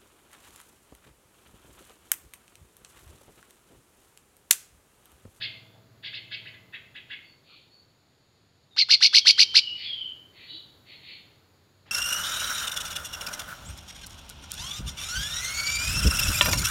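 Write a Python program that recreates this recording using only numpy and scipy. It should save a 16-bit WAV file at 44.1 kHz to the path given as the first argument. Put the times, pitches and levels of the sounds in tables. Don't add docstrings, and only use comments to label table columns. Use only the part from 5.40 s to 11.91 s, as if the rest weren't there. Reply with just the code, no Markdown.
import sys
import numpy as np
from scipy import signal
from scipy.fft import rfft, irfft, next_fast_len
from scipy.io import wavfile

SR = 44100
rng = np.random.default_rng(int(sys.argv[2]) if len(sys.argv) > 2 else 0)


def generate_wav(signal):
    frames = np.transpose(np.atleast_2d(signal))
    scaled = np.clip(frames, -1, 1) * 32767
    pcm = np.round(scaled).astype(np.int16)
    wavfile.write(sys.argv[1], SR, pcm)


N = 287091


def amp(db):
    return 10 ** (np.asarray(db) / 20)

def unit(x):
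    return x / np.sqrt(np.mean(x ** 2) + 1e-20)

def response(spectrum, hz):
    f, db = np.transpose(spectrum)
    return amp(np.interp(np.log(hz + 1), np.log(f + 1), db))

def envelope(points):
    return amp(np.interp(np.arange(N) / SR, *np.transpose(points)))

def add(mix, start_s, sound):
    at = round(start_s * SR)
    sound = sound[max(-at, 0):]
    part = mix[max(at, 0):][:len(sound)]
    part += sound[:len(part)]

def noise(spectrum, size=N):
    gain = response(spectrum, np.fft.rfftfreq(size, 1 / SR))
    return unit(irfft(rfft(rng.standard_normal(size)) * gain, size))

def wander(size, rate_hz):
    f = np.fft.rfftfreq(next_fast_len(size + SR // 4), 1 / SR)
    white = rfft(rng.standard_normal(2 * len(f) - 2))
    return unit(irfft(white * np.exp(-(f / rate_hz) ** 2)))[:size]

def phase_of(hz):
    return 2 * np.pi * np.cumsum(hz) / SR

def wavering_tone(hz, depth, rate_hz, size=N):
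    return np.sin(phase_of(hz * (1 + depth * wander(size, rate_hz))))

def air():
    # (f/Hz, level/dB)
    spectrum = [(25, -18.5), (45, -21.5), (75, -6.5), (130, -3), (210, -10.5), (500, -13), (900, -18),
                (3000, -23.5), (4500, -16.5), (5600, -31.5), (8000, -42.5), (15500, -60.5)]
    return amp(-65.5) * noise(spectrum)

def insects():
    # (f/Hz, level/dB)
    spectrum = [(5500, -61.5), (6400, -14), (6750, 5.5), (7150, -0.5), (7500, -16.5), (8500, -64.5)]
    return amp(-80.5) * noise(spectrum)

def traffic():
    # (f/Hz, level/dB)
    rumble = [(40, -21), (70, -8), (90, -4), (135, -3), (170, -9.5), (350, -8), (700, -17.5), (1500, -19),
              (4000, -32)]
    # (t/s, level/dB)
    swells = [(0, -58.5), (.5, -63), (1.1, -61), (1.8, -64.5), (3.2, -77.5), (4.1, -61), (5.8, -62),
              (6.5, -69.5)]
    return envelope(swells) * noise(rumble)

def engines():
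    # (f/Hz, relative level/dB)
    tones = [(108, -2.5), (124, -3.5), (183, -10.5), (452, -15.5), (645, -11)]
    # (t/s, level/dB)
    hum_levels = [(0, -55), (.5, -63.5), (.95, -59), (1.1, -61), (1.6, -68.5), (2.0, -80), (4.0, -76.5),
                  (6.5, -78.5)]
    # (t/s, level/dB)
    drone_levels = [(0, -85.5), (3.0, -78), (4.2, -71), (5.5, -76), (6.3, -66)]
    hum = sum(amp(db) * wavering_tone(hz, depth=.006, rate_hz=4) for hz, db in tones)
    hum *= amp(1.8 * wander(N, rate_hz=11))
    drone = wavering_tone(hz=93.9, depth=.03, rate_hz=8)
    return np.sqrt(2) * (envelope(hum_levels) * hum + envelope(drone_levels) * drone)

def syrinx(times, crest_hz, rest_hz, throat, rise_s, swell_s, release_s, jitter, split_db, rasp_db):
    # (multiple of the pitch, level/dB)
    partials = [(1, 1.5), (2, -2.5), (3, -5), (4, -11), (5, -10.5), (6, -11)]
    start, first, second, end = times
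    t = np.arange(start, max(end, start + .01), 1 / SR)

    def pull(at, up_s, down_s):
        return np.exp(-abs((t - at) / np.where(t < at, up_s, down_s)) ** 1.7)

    def partial(k):
        return response(throat, k * hz) * np.sin(k * phase + 2 * np.pi * rng.random()) * (k * hz < SR / 2)

    crest = pull(first, rise_s, .0048)
    slack_hz = rest_hz - 1450 * np.exp(-(t - start) / .011)
    hz = slack_hz + (crest_hz[0] - slack_hz) * crest
    hz += (crest_hz[1] - slack_hz) * pull(second, .0052, .0037)
    phase = phase_of(hz * (1 + jitter * wander(len(t), rate_hz=730)))
    pressure = amp(-20 * np.clip(1 - (t - start) / swell_s, 0, 1))
    pressure *= np.clip((t[-1] - t) / release_s, 0, 1) ** 1.6
    pressure *= np.clip((t - start) / .00036, 0, 1)
    mellow_db = -3.5 * np.clip((t - first) / .021, 0, 1)
    voice = sum(amp(db + mellow_db * max(k - 2, 0)) * partial(k) for k, db in partials)
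    voice += amp(split_db) * crest * (partial(.5) + partial(1.5) + amp(-16) * partial(2.5))
    rasp = amp(rasp_db) * np.sqrt(pressure) * noise(throat, len(t))
    return pressure * voice + rasp

def tilted(spectrum, db_per_octave, above_hz):
    return [(hz, db + db_per_octave * max(np.log2(hz / above_hz), 0)) for hz, db in spectrum]

def soft_chips():
    # (first crest t/s, hold after it t/s, level/dB, crest f/Hz, beak's tilt/dB per octave)
    chips = [(.033, 0.0364, -24.5, 4900, 0.5), (.657, 0.0354, -29, 5100, -2),
             (.752, 0.03615, -30, 5000, -0.5), (.936, 0.0288, -26, 4660, -3.5),
             (1.077, 0.0225, -34, 3015, -7.5), (1.157, 0.0097, -39.5, 2203, -15.5),
             (1.355, .013, -26.5, 3891, -23), (1.573, 0.0179, -31, 3927, -14.5),
             (1.723, .028, -27, 3546, -16.5)]
    # (f/Hz, gain/dB)
    dull_throat = [(700, -32.5), (1250, -24), (1450, -24), (1600, 0.5), (1850, -13), (2080, -4.5),
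                   (2350, -8.5), (2700, -3), (3400, 2), (4500, -3.5), (5200, -17.5), (5900, -53),
                   (9000, -47), (15000, -43.5)]
    # (f/Hz, bandwidth/Hz, gain of the added band/dB)
    resonances = [(2031, 72, 4.5), (2603, 117, 2)]
    dry = np.zeros(N)
    for crest, hold, db, hz, beak_tilt in chips:
        start = crest - .031
        times = (start, crest, crest + .72 * hold, crest + hold)
        throat = tilted(dull_throat, beak_tilt, above_hz=2400)
        chip = syrinx(times, crest_hz=(hz, .76 * hz), rest_hz=2090, throat=throat, rise_s=.0095,
                      swell_s=.01666, release_s=.01573, jitter=.036, split_db=-9.5, rasp_db=-14)
        add(dry, start, amp(db) * chip)
    dry += sum(amp(db) * signal.lfilter(*signal.iirpeak(hz, hz / width_hz, SR), dry)
               for hz, width_hz, db in resonances)
    reflected = yard(dry, t60=.5056, early_t60=.086, late_db=-7.5, treble_hz=5870)
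    return amp(-5.5) * (amp(-4) * dry + reflected)

def yard(x, t60, early_t60, late_db, treble_hz):
    t = np.arange(SR) / SR
    early, late = rng.standard_normal((2, SR))
    late = signal.lfilter(*signal.butter(2, treble_hz, fs=SR), late)
    tail = unit(early * amp(-60 * t / early_t60)) + amp(late_db) * unit(late * amp(-60 * t / t60))
    tail *= 1 - np.exp(-t / .00074)
    return signal.fftconvolve(x, tail / np.linalg.norm(tail))[:N]

def whistle(hz, gain):
    return gain * wavering_tone(hz, depth=.021, rate_hz=241, size=len(gain))

def far_birds():
    # (start t/s, level/dB, f/Hz)
    short_whistles = [(.23, -64, 3475), (1.822, -59.5, 4494), (2.289, -58.5, 4433), (5.058, -49, 3004),
                      (5.07, -43.5, 3890)]
    # (start t/s, length t/s, level/dB, lowest f/Hz, highest f/Hz)
    chatter = [(2.006, 0.2344, -54, 2196, 4653), (4.309, 0.24, -38.5, 2021, 4982),
               (4.898, .22, -49, 1797, 4405), (5.01, 0.2165, -45, 3208, 4613),
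               (5.432, .153, -47.5, 1931, 4491), (5.582, 0.2157, -44, 1911, 4604)]
    # (t/s, f/Hz, level/dB)
    long_whistle = [(3.31, 3706, -57.5), (3.601, 3521, -45), (3.819, 3304, -35), (3.921, 3121, -34.5),
                    (4.14, 3114, -41.5), (4.271, 2912, -34.5), (4.411, 2962, -47.5), (4.459, 3402, -34.5),
                    (4.561, 3089, -34), (4.66, 3044, -36), (4.71, 3010, -44)]
    warbles, whistles = np.zeros((2, N))
    for start, length, db, low_hz, high_hz in chatter:
        swell = amp(db) * signal.windows.hann(round(length * SR))
        add(warbles, start, warble(low_hz, high_hz, swell))
        add(whistles, start, whistle(hz=4350, gain=amp(-6) * swell))
    for start, db, hz in short_whistles:
        add(whistles, start, whistle(hz, amp(db) * signal.windows.tukey(round(.1238 * SR), .6)))
    times, hz, db = np.transpose(long_whistle)
    t = np.arange(times[0], times[-1], 1 / SR)
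    add(whistles, times[0], whistle(np.interp(t, times, hz), amp(np.interp(t, times, db))))
    reflected = yard(warbles, t60=.65, early_t60=.15, late_db=-3, treble_hz=5200)
    reflected += yard(whistles, t60=.55, early_t60=.16, late_db=-4, treble_hz=5000)
    return amp(-6) * whistles + reflected

def knocks():
    # (start t/s, level/dB, centre f/Hz, width/Hz)
    events = [(0.326, -64.5, 716, 350), (2.075, -65.5, 1262, 200), (5.11, -58.5, 326.6, 39.3),
              (6.447, -56.5, 1484, 3000)]
    out = np.zeros(N)
    size = round(.0897 * SR)
    for start, db, hz, width_hz in events:
        phase = 2 * np.pi * hz * np.arange(size) / SR
        band = wander(size, width_hz) * np.cos(phase) + wander(size, width_hz) * np.sin(phase)
        add(out, start, amp(db) * unit(band) * signal.windows.tukey(size, .6))
    return out

def warble(low_hz, high_hz, gain):
    sweeps_per_s = 70 * (1 + .3 * wander(len(gain), rate_hz=60))
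    swing = signal.sawtooth(phase_of(sweeps_per_s), .5) / 2 + .0385 * wander(len(gain), rate_hz=640)
    hz = (low_hz + high_hz) / 2 + (high_hz - low_hz) * swing
    return gain * np.sin(phase_of(hz))

def bulbul():
    # (first crest t/s, second crest t/s, level/dB, first crest f/Hz, second crest f/Hz)
    notes = [(3.3933, 3.4147, -11.5, 5310, 4500), (3.519, 3.542, -7.5, 5950, 4860),
             (3.6415, 3.6672, -7, 6020, 6320), (3.7638, 3.7896, -6, 6064, 6240),
             (3.8876, 3.9133, -5.5, 6000, 6310), (4.0117, 4.037, -6, 5974, 6130),
             (4.1733, 4.197, -6.5, 5264, 5610)]
    # (f/Hz, gain/dB)
    open_throat = [(600, -31.5), (1300, -17.5), (2100, -17.5), (2800, -10), (3500, -9.5), (4400, 1),
                   (5000, -4.5), (5800, -11), (6350, -20.5), (7000, -23.5), (8000, -25.5), (10300, -25),
                   (11500, -32), (15500, -51)]
    # (delay t/s, signed share of the direct sound)
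    echoes = [(.001406, .21), (.001882, .21), (.002971, -.16), (.003923, .09), (.004286, -.12),
              (.00715, .06), (.00933, .06)]
    dry = np.zeros(N)
    loudest_db = max(note[2] for note in notes)
    for index, (first, second, db, *crest_hz) in enumerate(notes):
        def drift(on_first, on_last):
            return on_first + (on_last - on_first) * index / (len(notes) - 1)

        start = first - 1.39 * (second - first)
        end = first + drift(.04872, .02692)
        throat = tilted(open_throat, 3.1 * (db - loudest_db), above_hz=5500)
        note = syrinx((start, first, second, end), crest_hz, rest_hz=drift(2092.6, 2234.2), throat=throat,
                      rise_s=drift(.0064, .0097), swell_s=drift(.02437, .01575),
                      release_s=drift(.02, .009), jitter=.012, split_db=-6, rasp_db=-28.5)
        add(dry, start, amp(db) * note)
        add(dry, start, amp(db - 31) * puff())
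    out = dry + amp(-11) * yard(dry, t60=.67, early_t60=.085, late_db=-14, treble_hz=9300)
    for delay, share in echoes:
        add(out, delay, share * dry)
    return out

def puff(decay_s=.0044, band_hz=(600, 5500)):
    t = np.arange(SR // 25) / SR
    hiss = signal.lfilter(*signal.butter(3, band_hz, "bandpass", fs=SR), rng.standard_normal(len(t)))
    return np.exp(-t / decay_s) * unit(hiss)

def scene():
    birds = bulbul() + soft_chips() + far_birds()
    return (birds + knocks() + engines() + air() + insects() + traffic())[None]

def record(dry):
    # (f/Hz, level/dB)
    hiss = [(100, 1), (12300, -0.5), (13500, -4), (15700, -13)]
    hz = np.fft.rfftfreq(N, 1 / SR)
    notch_db = -24 * np.exp(-((hz - 8600) / 450) ** 2)
    coloured = irfft(rfft(dry) * amp(notch_db), N) + amp(-80.5) * noise(hiss)
    low_pass = signal.firwin(511, 15700, window=("kaiser", 9), fs=SR)
    return signal.oaconvolve(coloured, low_pass[None], "same")


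dry = scene()
out = record(dry)
generate_wav(out)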